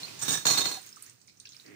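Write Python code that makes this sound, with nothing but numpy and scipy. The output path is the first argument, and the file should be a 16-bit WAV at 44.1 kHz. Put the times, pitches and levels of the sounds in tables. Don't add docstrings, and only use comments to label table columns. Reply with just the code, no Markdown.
import sys
import numpy as np
from scipy import signal
from scipy.fft import rfft, irfft, next_fast_len
from scipy.io import wavfile
from scipy.ndimage import uniform_filter1d

SR = 44100
rng = np.random.default_rng(int(sys.argv[2]) if len(sys.argv) > 2 else 0)


def inscribe(sig):
    pcm = np.round(np.clip(np.atleast_2d(sig).T, -1, 1) * 32767)
    wavfile.write(sys.argv[1], SR, pcm.astype(np.int16))


def natural_amplitude(level_db):
    exponent = np.asarray(level_db, float) / 20
    return 10 ** exponent


N = 77175
TIME = np.arange(N) / SR


def colour(x, points):
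    hz, db = np.transpose(points)
    size = next_fast_len(N + 4096)
    at = np.log(np.arange(size // 2 + 1) * SR / size + 1)
    gain = natural_amplitude(np.interp(at, np.log(hz), db))
    return irfft(rfft(x, size) * gain, size)[..., :N]


def rms_one(x):
    return x / np.sqrt(np.mean(x ** 2) + 1e-20)


def noise():
    return rng.standard_normal((2, N))


def ring(clicks, hz, t60):
    r, w = natural_amplitude(-60 / (t60 * SR)), 2 * np.pi * hz / SR
    return signal.lfilter([0, np.sin(w)], [1, -2 * r * np.cos(w), r * r], clicks + 1e-18)


def grains(per_s, spread_db):
    sizes = natural_amplitude(spread_db * np.minimum(rng.exponential(1, (2, N)), 4))
    sizes = sizes * rng.choice([-1, 1], (2, N))
    return rms_one(sizes * (rng.random((2, N)) < per_s / SR))


def burst(start, rise, t60):
    t = np.maximum(TIME - start, 0)
    return (1 - np.exp(-t / max(rise, 1e-4))) * natural_amplitude(-60 * t / max(t60, .005))


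def slosh():
    # pitch_hz, level_db per Hz
    water = [(41, -46), (70, -10), (162, 2), (204, -7), (239, -3.5), (1250, -11), (1470, -12.5),
             (4280, -7.5), (16000, -20)]
    settling = burst(-0.057, 0.0072, 2.4)
    fade_out = np.clip((.5 - TIME) / 0.09, 0, 1)
    return natural_amplitude(-45) * rms_one(colour(noise(), water)) * settling * fade_out


def hum():
    # pitch_hz, level_db per Hz
    background = [(24, -23), (40, -6), (118, 0), (873, -20.5), (3300, -43), (4130, -23), (6490, -19),
                  (13400, -32), (16000, -41)]
    return natural_amplitude(-67.5) * rms_one(colour(noise(), background))


def pops():
    # start_s, peak level_db, pitch_hz, breadth_octaves
    suds = [(0.032, -32, 4220, 0.023), (0.056, -41, 4630, 0.04), (0.081, -40.5, 2490, 0.14),
            (0.771, -45.5, 754, 0.094), (0.816, -42.5, 8640, 0.15), (0.863, -38.5, 13200, 3.2),
            (0.871, -40.5, 6750, 0.22), (0.89, -43, 7800, 0.76), (0.927, -41.5, 5350, 0.11),
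            (0.96, -41, 7100, 0.86), (0.968, -49.5, 1224, 0.2), (1.023, -32, 10100, 0.82),
            (1.034, -50.5, 4400, 0.13), (1.063, -42, 6500, 0.27), (1.075, -53, 1920, 0.19),
            (1.096, -42, 7360, 0.71), (1.214, -50.5, 6200, 0.87), (1.204, -58, 7500, 0.33),
            (1.271, -53.5, 8700, 0.21), (1.275, -49, 6460, 0.25), (1.279, -49, 4940, 0.58),
            (1.28, -58.5, 2270, 0.2), (1.287, -54, 4520, 0.52), (1.295, -54, 4400, 0.81),
            (1.296, -56, 2310, 0.14), (1.371, -51.5, 6060, 0.25), (1.399, -45, 6300, 0.31),
            (1.399, -42.5, 8660, 0.22), (1.402, -46, 4220, 0.43), (1.453, -46.5, 2610, 0.31),
            (1.454, -42, 5100, 0.56), (1.456, -56, 1614, 0.13), (1.471, -40.5, 3800, 0.41),
            (1.49, -40, 6160, 0.44), (1.458, -47, 5230, 0.24), (1.501, -49, 6300, 0.15),
            (1.519, -44.5, 5660, 0.36), (1.522, -51, 3700, 0.23), (1.532, -45, 4150, 0.35),
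            (1.545, -51.5, 2600, 0.47), (1.545, -53, 9150, 0.25), (1.55, -52, 4000, .2),
            (1.565, -46, 5270, 0.27), (1.598, -46, 3950, 0.2), (1.662, -45.5, 5130, 0.45)]
    level_db, spray_db = 0.5, -16
    puff_t60_s, puff_min_cycles, puff_rise_s = .011, 40, .0006
    spray_t60_s, spray_rise_s = .14, .004
    out, white = 0, noise()
    for s, db, hz, breadth in suds:
        edge = 2 ** (max(breadth, .01) / 2)
        limits = [hz / edge, min(hz * edge, .45 * SR)]
        band = signal.butter(3, limits, "band", fs=SR, output="sos")
        puff = burst(s, puff_rise_s, max(puff_t60_s, puff_min_cycles / hz))
        spray = natural_amplitude(spray_db) * burst(s, spray_rise_s, spray_t60_s)
        out = out + natural_amplitude(db + level_db) * rms_one(signal.sosfilt(band, white)) * (puff + spray)
    return out


def crockery(shake):
    t60_s, level_db = .06, 5
    pitches = np.geomspace(900, 14000, 36) * rng.uniform(.96, 1.04, 36)
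    peak = t60_s * SR / (2 * np.log(1000))
    dishes = sum(ring(shake, hz, t60_s) for hz in pitches) / peak
    return rms_one(shake + natural_amplitude(level_db) * dishes)


def fork(contacts, pitches, modes, ring_db, tile, tile_db):
    touches_per_s, touch_spread_db, strike_spread_db = 3000, 2.0, 2.0
    first_blow_db = 22
    fall_db_per_octave, floor_db = 45, -15
    force = np.array([natural_amplitude(db) * burst(s, rise, t60) for s, db, rise, t60, _ in contacts])
    octaves = np.abs(np.log2(np.array(contacts)[:, 4:] / pitches))
    nearness_db = np.maximum(-fall_db_per_octave * octaves, floor_db)
    strength = natural_amplitude(strike_spread_db * rng.standard_normal(octaves.shape) + nearness_db)
    touches = grains(touches_per_s, touch_spread_db)
    shake = crockery(colour(.5 * touches + noise(), tile)) * force.sum(axis=0)
    blows = [int((c[0] + c[2]) * SR) for c in contacts]
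    touches[:, blows] = natural_amplitude(first_blow_db)
    steel = 0
    for k, (db, t60) in enumerate(modes):
        push = touches * (strength[:, k] @ force)
        steel = steel + natural_amplitude(db) * ring(push, pitches[k], t60) / np.sqrt(t60 * SR / 28)
    return natural_amplitude(ring_db) * steel + natural_amplitude(tile_db) * shake


def dragged_fork():
    # start_s, peak level_db, rise_s, t60_s, struck pitch_hz
    drags = [(.19, -33, 0.0023, 0.19, 6730), (.213, -28.5, 0.0021, 0.22, 5280),
             (.221, -25, 0.003, 0.054, 8350), (.23, -26.5, .003, 0.045, 1794),
             (.247, -27, 0.0046, 0.35, 3732), (.279, -20.5, 0.0022, 0.14, 3732),
             (.288, -21, .002, 0.035, 8330), (.303, -24.5, 0.0017, 0.13, 6470),
             (.314, -26, .003, 0.13, 8330), (.325, -21.5, 0.0055, 0.058, 5900),
             (.333, -27, .003, 0.16, 3732), (.337, -24, 0.0035, 0.035, 6730),
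             (.342, -44, 0.0026, 0.16, 1729), (.35, -31, 0.0024, 0.13, 5860),
             (.362, -51, .003, 0.087, 8330), (.37, -27, 0.0025, 0.11, 3732), (.39, -37, 0.016, 1, 4300)]
    held_hz = [1729, 1794, 3732, 4270, 5634, 5842, 5886, 6729, 6690, 8330, 8428, 10030, 11120, 15190]
    # level_db, t60_s
    held = [(-5, .07), (-7, .05), (-6, .035), (-9, .05), (-10, .05), (-5, .06), (-5, .06), (-1, .06),
            (-7, .06), (1, .07), (-8, .05), (-8, .07), (-12, .07), (-14, .05)]
    # pitch_hz, level_db per Hz
    tile = [(41, -39), (70, -23), (129, 4.5), (853, -9), (1760, -6), (3040, -6.5), (6750, 2.5),
            (11900, -5.5), (16000, -0.5)]
    return fork(drags, held_hz, held, -9, tile, -12)


def knocks():
    # start_s, peak level_db
    blows = [
        (.222, -56.5),
        (.281, -39),
        (0.301, -43),
        (.455, -42),
        (.5, -39.5),
        (0.577, -48),
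        (0.655, -52),
    ]
    # pitch_hz, level_db, t60_s
    slab = [(131, -6.5, 0.19), (163, -2, 0.31), (231, 0, .15), (288.6, -2.5, 0.22), (461.4, 0, .1)]
    push = np.zeros(N)
    for s, db in blows:
        push[int(s * SR)] = natural_amplitude(db)
    push = signal.sosfilt(signal.butter(2, 90, "high", fs=SR, output="sos"), push)
    ringing = sum(natural_amplitude(db) * ring(push, hz, t60) for hz, db, t60 in slab)
    return uniform_filter1d(ringing, size=41)


def dropped_fork():
    # start_s, peak level_db, rise_s, t60_s, struck pitch_hz
    drops = [(.452, -14, 0.0014, 0.06, 7300), (.465, -11, 0.0017, 0.039, 4000),
             (.471, -21.5, 0.003, 0.13, 6700), (.481, -22, .002, 0.11, 4262),
             (.497, -22, 0.0032, 0.067, 5875), (.499, -23.5, 0.0038, 0.14, 4262),
             (.505, -29, .002, .06, 6700), (.521, -27, .003, 0.16, 6200), (.532, -25.5, 0.0058, 0.34, 3705),
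             (.571, -20, 0.0025, 0.097, 4200), (.577, -24.5, 0.0014, 0.13, 6700),
             (.603, -21, 0.0044, 0.07, 3705), (.612, -36.5, .003, 0.087, 6750),
             (.635, -27, 0.0058, 0.15, 3705), (.654, -19, 0.0018, 0.055, 4262),
             (.672, -30, 0.0035, 0.34, 5200), (.69, -36.5, 0.0031, 0.1, 8340),
             (.713, -28, 0.001006, 0.057, 4262), (.735, -37, .005, 0.24, 4262),
             (.738, -54, .005, 0.13, 6800)]
    free_hz = [780, 1674, 3250, 3705, 4170, 4262, 5875, 6692, 6752, 8340, 10080, 11170, 12062, 14255]
    # level_db, t60_s
    free = [(-9, .25), (-6, .08), (-12, .05), (-1, .12), (-14, .06), (2, .055), (-1, .08), (-2, .07),
            (-4, .07), (-2, .1), (-4, .12), (-6, .12), (-4, .14), (-6, .12)]
    # pitch_hz, level_db per Hz
    tile = [(41, -42), (70, -7), (280, 2.5), (3040, -5.5), (4280, 4), (4580, -0.5), (6750, 4.5),
            (10600, -4), (16000, -1.5)]
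    return fork(drops, free_hz, free, -9, tile, -8.5)


def fizz():
    # time_s, level_db
    squeeze = [
        (0.75, -44),
        (0.956, -58.5),
        (1.078, -57),
        (1.176, -69),
        (1.346, -69.5),
        (1.612, -59.5),
        (1.75, -67),
    ]
    # pitch_hz, level_db per Hz
    foam = [(410, -4), (700, -10.5), (886, -16), (1260, -8), (3280, -9), (6480, -7.5), (13500, -13.5),
            (15000, -11), (16000, -8)]
    bubbles_per_s, ring_cycles = 2300, 18
    born = grains(bubbles_per_s, 2.5)
    dealt = rng.integers(0, 24, N)
    rings = 0
    for k, hz in enumerate(np.geomspace(900, 15500, 24)):
        rings = rings + ring(born * (dealt == k), hz, ring_cycles / hz) * hz
    s, db = np.transpose(squeeze)
    pressure = natural_amplitude(np.interp(TIME, s, db)) * burst(s[0], 0.082, 83)
    return rms_one(colour(rms_one(rings) + noise(), foam)) * pressure


def rub():
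    # pitch_hz, level_db per Hz
    skin = [(59, -60), (100, -13), (314, 0.5), (1080, -25), (1200, -23), (2050, -10), (3500, -26),
            (4550, -71), (7700, -120)]
    return natural_amplitude(-55) * rms_one(colour(grains(620, 0.33), skin)) * burst(1.638, 0.015, 100)


def kitchen(x):
    t60_s, low_hz, gap_s = .16, 300, .0015
    t = np.arange(SR // 2) / SR
    tail = rng.standard_normal((2, len(t))) * natural_amplitude(-60 * t / t60_s) * (t > gap_s)
    tail = signal.sosfilt(signal.butter(2, low_hz, "high", fs=SR, output="sos"), tail)
    tail = tail / np.sqrt(np.sum(tail ** 2) / 2)
    return signal.fftconvolve(x[None], tail, axes=1)[:, :N]


def ports(pair):
    # pitch_hz, share 0-1
    likeness = [(100, 0.94), (250, 0.89), (500, 0.81), (1000, 0.07), (4000, 0), (12000, 0)]
    lag_s = 0.0008809
    alike = [(hz, np.clip(share, .01, .999)) for hz, share in likeness]
    same = colour(pair[0], [(hz, 20 * np.log10(share)) for hz, share in alike])
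    other = colour(pair[1], [(hz, 10 * np.log10(1 - share ** 2)) for hz, share in alike])
    return np.array([pair[0], np.roll(same + other, int(lag_s * SR))])


def scene():
    grip_s, grip_t60_s = .79, .2
    grip = natural_amplitude(-60 * np.maximum(TIME - grip_s, 0) / grip_t60_s)
    near = slosh() + hum() + pops()
    near = near + (dragged_fork() + dropped_fork()) * grip + knocks()
    near = near + fizz() + rub()
    return ports(near) + natural_amplitude(-9) * kitchen(near[0])


def roll_off(x):
    return signal.sosfilt(signal.butter(12, 16810, fs=SR, output="sos"), x)


def record(dry):
    # pitch_hz, level_db
    left_port = [(100, -6), (1000, -6.5), (2500, -1.5), (6000, -7), (10000, -9.5), (13000, -51),
                 (14300, -47), (16000, -53)]
    # pitch_hz, level_db
    mic = [(2700, 0.5), (3350, -1), (3900, 2), (9500, 0), (13400, -8.5), (14300, 2), (15400, 7),
           (15900, -22.5)]
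    bass_cut_hz, bass_leak_db, top_hz = 96, -16, 16250
    x = np.array([colour(dry[0], left_port), dry[1]])
    x = natural_amplitude(5) * colour(x, mic)
    bass_cut = signal.cheby1(6, 1, bass_cut_hz, "high", fs=SR, output="sos")
    x = signal.sosfilt(bass_cut, x) + natural_amplitude(bass_leak_db) * x
    x = signal.sosfilt(signal.ellip(10, 1, 70, top_hz, fs=SR, output="sos"), x)
    return roll_off(x)


dry = scene()
out = record(dry)
inscribe(out)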